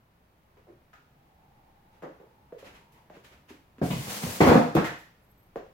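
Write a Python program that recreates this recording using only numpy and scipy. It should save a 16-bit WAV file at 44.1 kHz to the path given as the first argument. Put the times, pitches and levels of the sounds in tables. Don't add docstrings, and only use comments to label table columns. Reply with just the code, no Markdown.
import sys
import numpy as np
from scipy import signal
from scipy.fft import rfft, irfft, next_fast_len
from scipy.io import wavfile

SR = 44100
rng = np.random.default_rng(int(sys.argv[2]) if len(sys.argv) > 2 else 0)


def wav_record(signal):
    frames = np.transpose(np.atleast_2d(signal))
    bounded = np.clip(frames, -1, 1)
    quanta = np.round(bounded * 32767).astype(np.int16)
    wavfile.write(sys.argv[1], SR, quanta)


N = 252913
TIME = np.arange(N) / SR
AGE = np.arange(24576) / SR


def amp(db):
    return 10 ** (np.asarray(db) / 20)


def unit(x):
    return x / np.sqrt(np.mean(x ** 2))


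def burst(x, db, span_s=.02):
    return x * amp(db) * np.sqrt(span_s * SR / np.sum(x ** 2))


def at(points, hz):
    f, value = np.transpose(points)
    return np.interp(np.log(hz + 1e-9), np.log(f), value)


def add(track, s, x):
    i = int(s * SR)
    track[..., i:i + x.shape[-1]] += x[..., :N - i]


def lowpass(x, hz, order=2):
    return signal.sosfilt(signal.butter(order, min(hz, .45 * SR), fs=SR, output="sos"), x + 1e-18)


def highpass(x, hz):
    return signal.sosfilt(signal.butter(2, hz, "high", fs=SR, output="sos"), x)


def impulse(colour):
    n = len(AGE)
    cepstrum = irfft(np.log(amp(at(colour, np.fft.rfftfreq(n, 1 / SR)))))
    cepstrum[1:n // 2] *= 2
    cepstrum[n // 2 + 1:] = 0
    return irfft(np.exp(rfft(cepstrum)))


def ring(hz, t60):
    return np.sin(2 * np.pi * hz * AGE) * np.exp(-np.log(1000) * AGE / t60)


def flutter(rate_hz):
    knots = np.arange(0, N / SR + 1, 1 / rate_hz)
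    return np.interp(TIME, knots, rng.standard_normal(len(knots)))


def stroke(start_s, length_s, attack_s, release_s, fade_db_per_s=0):
    t = np.maximum(TIME - start_s, 0)
    hold = amp(-fade_db_per_s * np.minimum(t, length_s))
    return np.minimum(t / attack_s, 1) * hold * np.exp(-np.maximum(t - length_s, 0) / release_s)


def diffuse(colour, size, port_spacing_s=0.00052):
    n = next_fast_len(size, True)
    hz = np.fft.rfftfreq(n, 1 / SR)
    alike = .985 * np.sinc(2 * hz * port_spacing_s)
    noise = rfft(rng.standard_normal((2, n))) * amp(at(colour, hz))
    mid, side = noise * np.sqrt([1 + alike, 1 - alike])
    return unit(irfft([mid + side, mid - side], n)[:, :size])


def direct(x, shadow_hz, lead_s=.00022):
    left = lowpass(x, shadow_hz, order=1)
    t = TIME[:len(x)]
    return np.array([left, np.interp(t - lead_s, t, left)])


# band centre in Hz, seconds to fall 60 dB.
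ROOM_DECAY = [(100, 0.36), (400, 0.31), (1500, 0.45), (5000, 0.59), (14000, 0.19)]

def room(x, build_s, bass_db=-6.0, lean_s=0.00012):
    hz = np.fft.rfftfreq(len(AGE), 1 / SR)
    noise = rfft(diffuse([(150, bass_db), (600, 0.0025)], len(AGE)))
    noise[1] *= np.exp(-2j * np.pi * hz * lean_s)
    tail = 0
    for centre, t60 in ROOM_DECAY:
        band = at([(f, float(f == centre)) for f, _ in ROOM_DECAY], hz)
        tail = tail + irfft(noise * band) * np.exp(-np.log(1000) * AGE / t60)
    tail *= 1 - np.exp(-(AGE / build_s) ** 2)
    tail /= np.sqrt(np.sum(tail ** 2) / 2)
    return signal.fftconvolve(x[None], tail, axes=1)[:, :len(x)]


# frequency in Hz, relative level in dB.
ROOM_TONE_COLOUR = [(11, -36.5), (18, 9.5), (26, -15), (66, -0.5), (90, -7), (123, -3.5), (199, -7.5),
                    (223, -10), (296, -13), (415, -15), (866, -14.5), (1360, -19.5), (2140, -23.5),
                    (8090, -40), (15500, -33)]

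def room_tone(level_db=-58.5, start_dip_db=-2.5, settle_s=1):
    return diffuse(ROOM_TONE_COLOUR, N) * amp(level_db + start_dip_db * np.exp(-TIME / settle_s))


BENDING_HZ = [260, 520, 900, 1500, 2600]

def disperse(x, q):
    for hz in BENDING_HZ:
        _, poles = signal.iirpeak(hz, q, fs=SR)
        x = signal.lfilter(poles[::-1], poles, x)
    return x


# frequency in Hz, relative level in dB.
THUD_COLOUR = [(50, 1.5), (100, -36), (150, 13), (230, 8.5), (400, 13), (750, 5), (1300, -2), (2000, -10.5),
               (4000, -59.5), (15000, -51)]
CLICK_COLOUR = [(100, -14.5), (700, 7), (1500, 2), (2700, -2), (4500, -12.5), (7000, -12.5), (9000, -25.5),
                (12000, -16), (16000, -18)]
# multiple of its pitch, level in dB.
MODE_CLUSTER = [(.79, -6), (1, 0), (1.13, -4), (1.36, -7)]
# time in seconds, gain of the straight path in dB.
APPROACH = [(2.2, -6), (2.6, 1)]
# start in seconds, ring level in dB,
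# ring pitch in Hz, seconds for the ring to fall 60 dB, thud level in dB, click level in dB.
KNOCKS = [ (0.57, -59.5, 516, 0.012, -57, -65.5), (0.67, -54.5, 560, 0.011, -77, -73),
          (.684, -49, 396, 0.029, -56, -74), (0.931, -54, 1255, 0.029, -66, -55.5),
          (2.022, -42.5, 536, 0.059, -40.5, -53), (2.033, -39, 365, 0.1, -36.5, -78),
          (2.199, -48.5, 504, 0.016, -54.5, -68), (2.523, -41, 483, 0.029, -51, -64),
          (2.626, -48.5, 515, 0.03, -54, -69), (3.099, -51, 620, 0.028, -52.5, -60),
          (3.149, -57, 563, 0.04, -59, -78), (3.167, -64, 456, .03, -54, -64),
          (3.505, -45.5, 295, 0.033, -65, -59), (3.783, -50.5, 286, 0.022, -58, -59),
          (4.845, -39, 1880, 0.074, -39, -35.5), (4.871, -38, 1758, 0.026, -54, -44.5),
          (5.5583, -33.5, 526, 0.014, -39, -51), ]

def knocks():
    out = np.zeros((2, N))
    thud = disperse(impulse(THUD_COLOUR), q=0.61)
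    click = disperse(impulse(CLICK_COLOUR), q=4.2)
    for s, ring_db, hz, t60, thud_db, click_db in KNOCKS:
        modes = sum((-1) ** k * amp(db) * ring(hz * ratio, t60)
                    for k, (ratio, db) in enumerate(MODE_CLUSTER))
        tone = lowpass(highpass(modes, .5 * hz), 1.19 * hz)
        knock = burst(tone, ring_db) + burst(thud, thud_db) + burst(click, click_db)
        nearness = amp(np.interp(s, *np.transpose(APPROACH)))
        straight = direct(knock, shadow_hz=3360, lead_s=0.000078) * nearness
        add(out, s, straight + room(knock, build_s=0.0024) * amp(2.0))
    return out


def pipe(start_s=1, pitch_hz=776, rise_hz_per_s=72, width_hz=70, level_db=-65):
    hz = pitch_hz + rise_hz_per_s * (TIME - start_s)
    flow = amp(level_db) * stroke(start_s, length_s=2, attack_s=0.36, release_s=.12)
    swirl = lowpass(rng.standard_normal((2, N)) + 1j * rng.standard_normal((2, N)), width_hz)
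    resonance = np.real(swirl * np.exp(2j * np.pi * np.cumsum(hz) / SR))
    return unit(resonance) * flow


# frequency in Hz, relative level in dB.
CLOTH_COLOUR = [(150, -5), (400, -5), (1200, -4), (2700, -5.5), (4500, -14), (7000, -17.5), (9000, -24),
                (12000, -20), (16000, -29)]
# time of the peak in seconds, level in dB, rise in seconds.
BRUSHES = [(1.959, -62.5, 0.043), (2.595, -52, .012), (2.67, -46, 0.026), (2.759, -51, 0.023),
           (2.923, -64, 0.0037), (2.982, -60, 0.053), (3.161, -54, 0.03), (3.25, -51.5, .01),
           (3.336, -53.5, .03), (3.499, -49.5, .013), (4.755, -37.5, .007), (4.857, -35, .015),
           (4.988, -57.5, 0.0034)]

def brushes(fall_s=.062, bright_rise_s=0.031):
    out = np.zeros((2, N))
    for s, db, rise_s in BRUSHES:
        tilt_db_per_octave = -2.28 + bright_rise_s / rise_s
        colour = [(hz, level + tilt_db_per_octave * np.log2(hz)) for hz, level in CLOTH_COLOUR]
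        past_peak = AGE - 2 * rise_s
        swell = np.exp(-np.where(past_peak < 0, (past_peak / rise_s) ** 2, past_peak / fall_s))
        add(out, s - 2 * rise_s, amp(db) * swell * diffuse(colour, len(AGE)))
    return out


# frequency in Hz, relative level in dB.
BOARD_COLOUR = [(30, -51.5), (50, -14.5), (85, -13), (160, 9), (300, -6), (400, 3), (500, 4.5), (750, 1),
                (1400, -1), (3000, -10), (15000, -14)]
# pitch in Hz, relative level in dB, seconds to fall 60 dB.
PANEL_MODES = [(90.5, 8, 0.12), (124, -2, 0.54), (167.4, -3, 0.472), (220, -13, 0.19), (241.4, 6.5, 0.37),
               (299.3, 9.5, 0.28), (393, 10, 0.072), (473, -10, 0.14), (467, -5.5, 0.48), (698, 9.5, 0.31),
               (757, -6, .25), (918, -6, 0.33), (990, -0.5, 0.25), (1337, -5.5, 0.46)]
EDGE_MIX = (1, -8.5, -0.5)
FACE_MIX = (-0.58, -7.5, -2)
# start in seconds, blow gain in dB, crack level in dB,
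# the edge's boom in Hz, the face's delay in seconds, the face's low-pass corner in Hz.
LANDINGS = [ (3.815, -22.5, -40.5, 271, .003, 294), (3.904, -28.5, -32.5, 215, .026, 250),
            (4.070, -41, -41.5, 211, .008, 790), (4.234, -32, -38.5, 195, 0.029, 408),
            (4.4048, -12.5, -21, 313, 0.0028, 960), (4.435, -21, -26.5, 246, .003, 900),
            (4.471, -14, -21.5, 235.6, .015, 1640), (4.515, -12, -29.5, 473.6, 0.038, 900),
            (4.7511, -18, -31, 326, .0145, 1620), ]

def carton_landings(boom_t60=0.073, face_boom_ratio=0.496):
    out = np.zeros((2, N))
    click = impulse(CLICK_COLOUR)
    panels = sum((-1) ** k * amp(db) * ring(hz, t60) for k, (hz, db, t60) in enumerate(PANEL_MODES))
    board = disperse(impulse(BOARD_COLOUR), q=2.82)

    def strike(mix, corner_hz, boom_hz):
        slap_db, panel_db, boom_db = mix
        slap = burst(lowpass(board, corner_hz), slap_db)
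        ringing = burst(lowpass(panels, corner_hz), panel_db)
        boom = ring(boom_hz, boom_t60) * (1 - np.exp(-AGE / 0.0011))
        return slap + ringing + burst(boom, boom_db)

    for s, db, crack_db, boom_hz, late_s, face_hz in LANDINGS:
        grit = rng.standard_normal(len(AGE)) ** 3 * np.exp(-AGE / 0.0036)
        crack = signal.fftconvolve(grit, click)[:len(AGE)]
        edge_hz = 1450 * 2 ** (db / 11)
        edge = amp(db) * strike(EDGE_MIX, edge_hz, boom_hz) + burst(crack, crack_db)
        face = amp(db) * strike(FACE_MIX, face_hz, face_boom_ratio * boom_hz)
        for when, blow in (s, edge), (s + late_s, face):
            straight = direct(blow, shadow_hz=900) * amp(-1.5)
            add(out, when, straight + room(blow, build_s=0.0024, bass_db=-5) * amp(1.0))
    return highpass(highpass(out, 48), 52)


# start in seconds, length in seconds, hiss level in dB,
# fade in dB per second (negative swells).
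PUSHES = [(3.82, 0.29, -42, -15.5), (4.08, 0.096, -34.5, -7), (4.206, 0.16, -34.5, 2),
          (4.40, 0.043, -38.5, 19), (4.444, 0.14, -34.5, 54.5)]

def dragging(attack_s=0.024, release_s=0.077):
    power = sum((amp(db) * stroke(s, length, attack_s, release_s, fade)) ** 2
                for s, length, db, fade in PUSHES)
    return np.sqrt(power)


# frequency in Hz, relative level in dB.
SLIDE_COLOUR = [(150, -26.5), (250, -19.5), (308, -4.5), (372, -19.5), (466, -4), (593, -9), (929, -7),
                (1220, -10.5), (2850, -11), (3890, -12.5), (6880, -13), (15500, -18.5)]
# frequency in Hz, left minus right in dB.
SLIDE_PAN = [(1000, 0.5), (4000, 0), (8000, 1.5), (13000, 5)]

def slide(grain_db=1.0):
    n = next_fast_len(N, True)
    lean_db = at(SLIDE_PAN, np.fft.rfftfreq(n, 1 / SR))
    pan = amp(np.array([lean_db, -lean_db]) / 2)
    hiss = irfft(rfft(diffuse(SLIDE_COLOUR, n)) * pan, n)[:, :N]
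    return hiss * dragging() * amp(grain_db * flutter(600))


# start in seconds, length in seconds, added force in dB,
# slowing of the slips in octaves.
CATCHES = [(3.914, 0.087, -33.5, .85), (4.232, .05, -38, .15)]

def judder(slip_hz=205, sliding_db=-14, patchy_db=6.5, release_s=0.026):
    force = amp(sliding_db) * dragging()
    octaves_down = 0
    for s, length, db, slowing in CATCHES:
        force += amp(db) * stroke(s, length, attack_s=0.0057, release_s=release_s, fade_db_per_s=53)
        octaves_down += slowing * stroke(s, length, attack_s=length, release_s=release_s)
    hz = slip_hz * 2 ** -octaves_down * (1 + .09 * flutter(200))
    sawtooth = (np.cumsum(hz) / SR) % 1 - .5
    groan = unit(lowpass(sawtooth, 200)) * force * amp(patchy_db * flutter(90))
    groan = highpass(highpass(groan, 75), 60)
    return direct(groan, shadow_hz=2000, lead_s=0.00039) + room(groan, build_s=0.013) * amp(-15.0)


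# frequency in Hz, relative level in dB.
SNAP_COLOUR = [(500, -12), (2500, -8), (6000, -3), (9500, -15), (12500, 1), (15500, 3)]

def snap(start_s=4.7512, level_db=-38, decay_s=0.0024):
    out = np.zeros((2, N))
    grit = rng.standard_normal(len(AGE)) * np.exp(-AGE / decay_s)
    crackle = burst(signal.fftconvolve(grit, impulse(SNAP_COLOUR))[:len(AGE)], level_db)
    add(out, start_s, direct(crackle, shadow_hz=15000) + room(crackle, build_s=.004) * amp(-18))
    return out


# time in seconds, pitch in Hz, level in dB.
SQUEAK = [(5.21, 10800, -80), (5.27, 12000, -72), (5.33, 12300, -68), (5.38, 11950, -70),
          (5.44, 12550, -68), (5.47, 11800, -72), (5.5, 10800, -81)]

def squeak(rasp_db=-13, waver_db=5.0):
    times, pitches, levels = np.transpose(SQUEAK)
    hz = np.interp(TIME, times, pitches) * (1 + .008 * flutter(1500))
    phase = 2 * np.pi * np.cumsum(hz) / SR
    undertones = sum(flutter(120) * np.sin(ratio * phase) for ratio in (.66, .74))
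    tone = np.sin(phase) + amp(rasp_db) * undertones
    db = np.interp(TIME, times, levels) + waver_db * flutter(60)
    gate = (TIME >= times[0]) & (TIME <= times[-1])
    return direct(tone * amp(db) * gate, shadow_hz=15000, lead_s=0)


def scene():
    action = knocks() + carton_landings() + snap() + judder() + slide() + brushes() + squeak()
    return action + pipe() + room_tone()


def record(dry, bass_hz=25, top_hz=15850):
    rounded = np.tanh(0.79 * highpass(dry, bass_hz)) / 1.053
    return signal.sosfilt(signal.ellip(10, .1, 80, top_hz, fs=SR, output="sos"), rounded)


dry = scene()
out = record(dry)
wav_record(out)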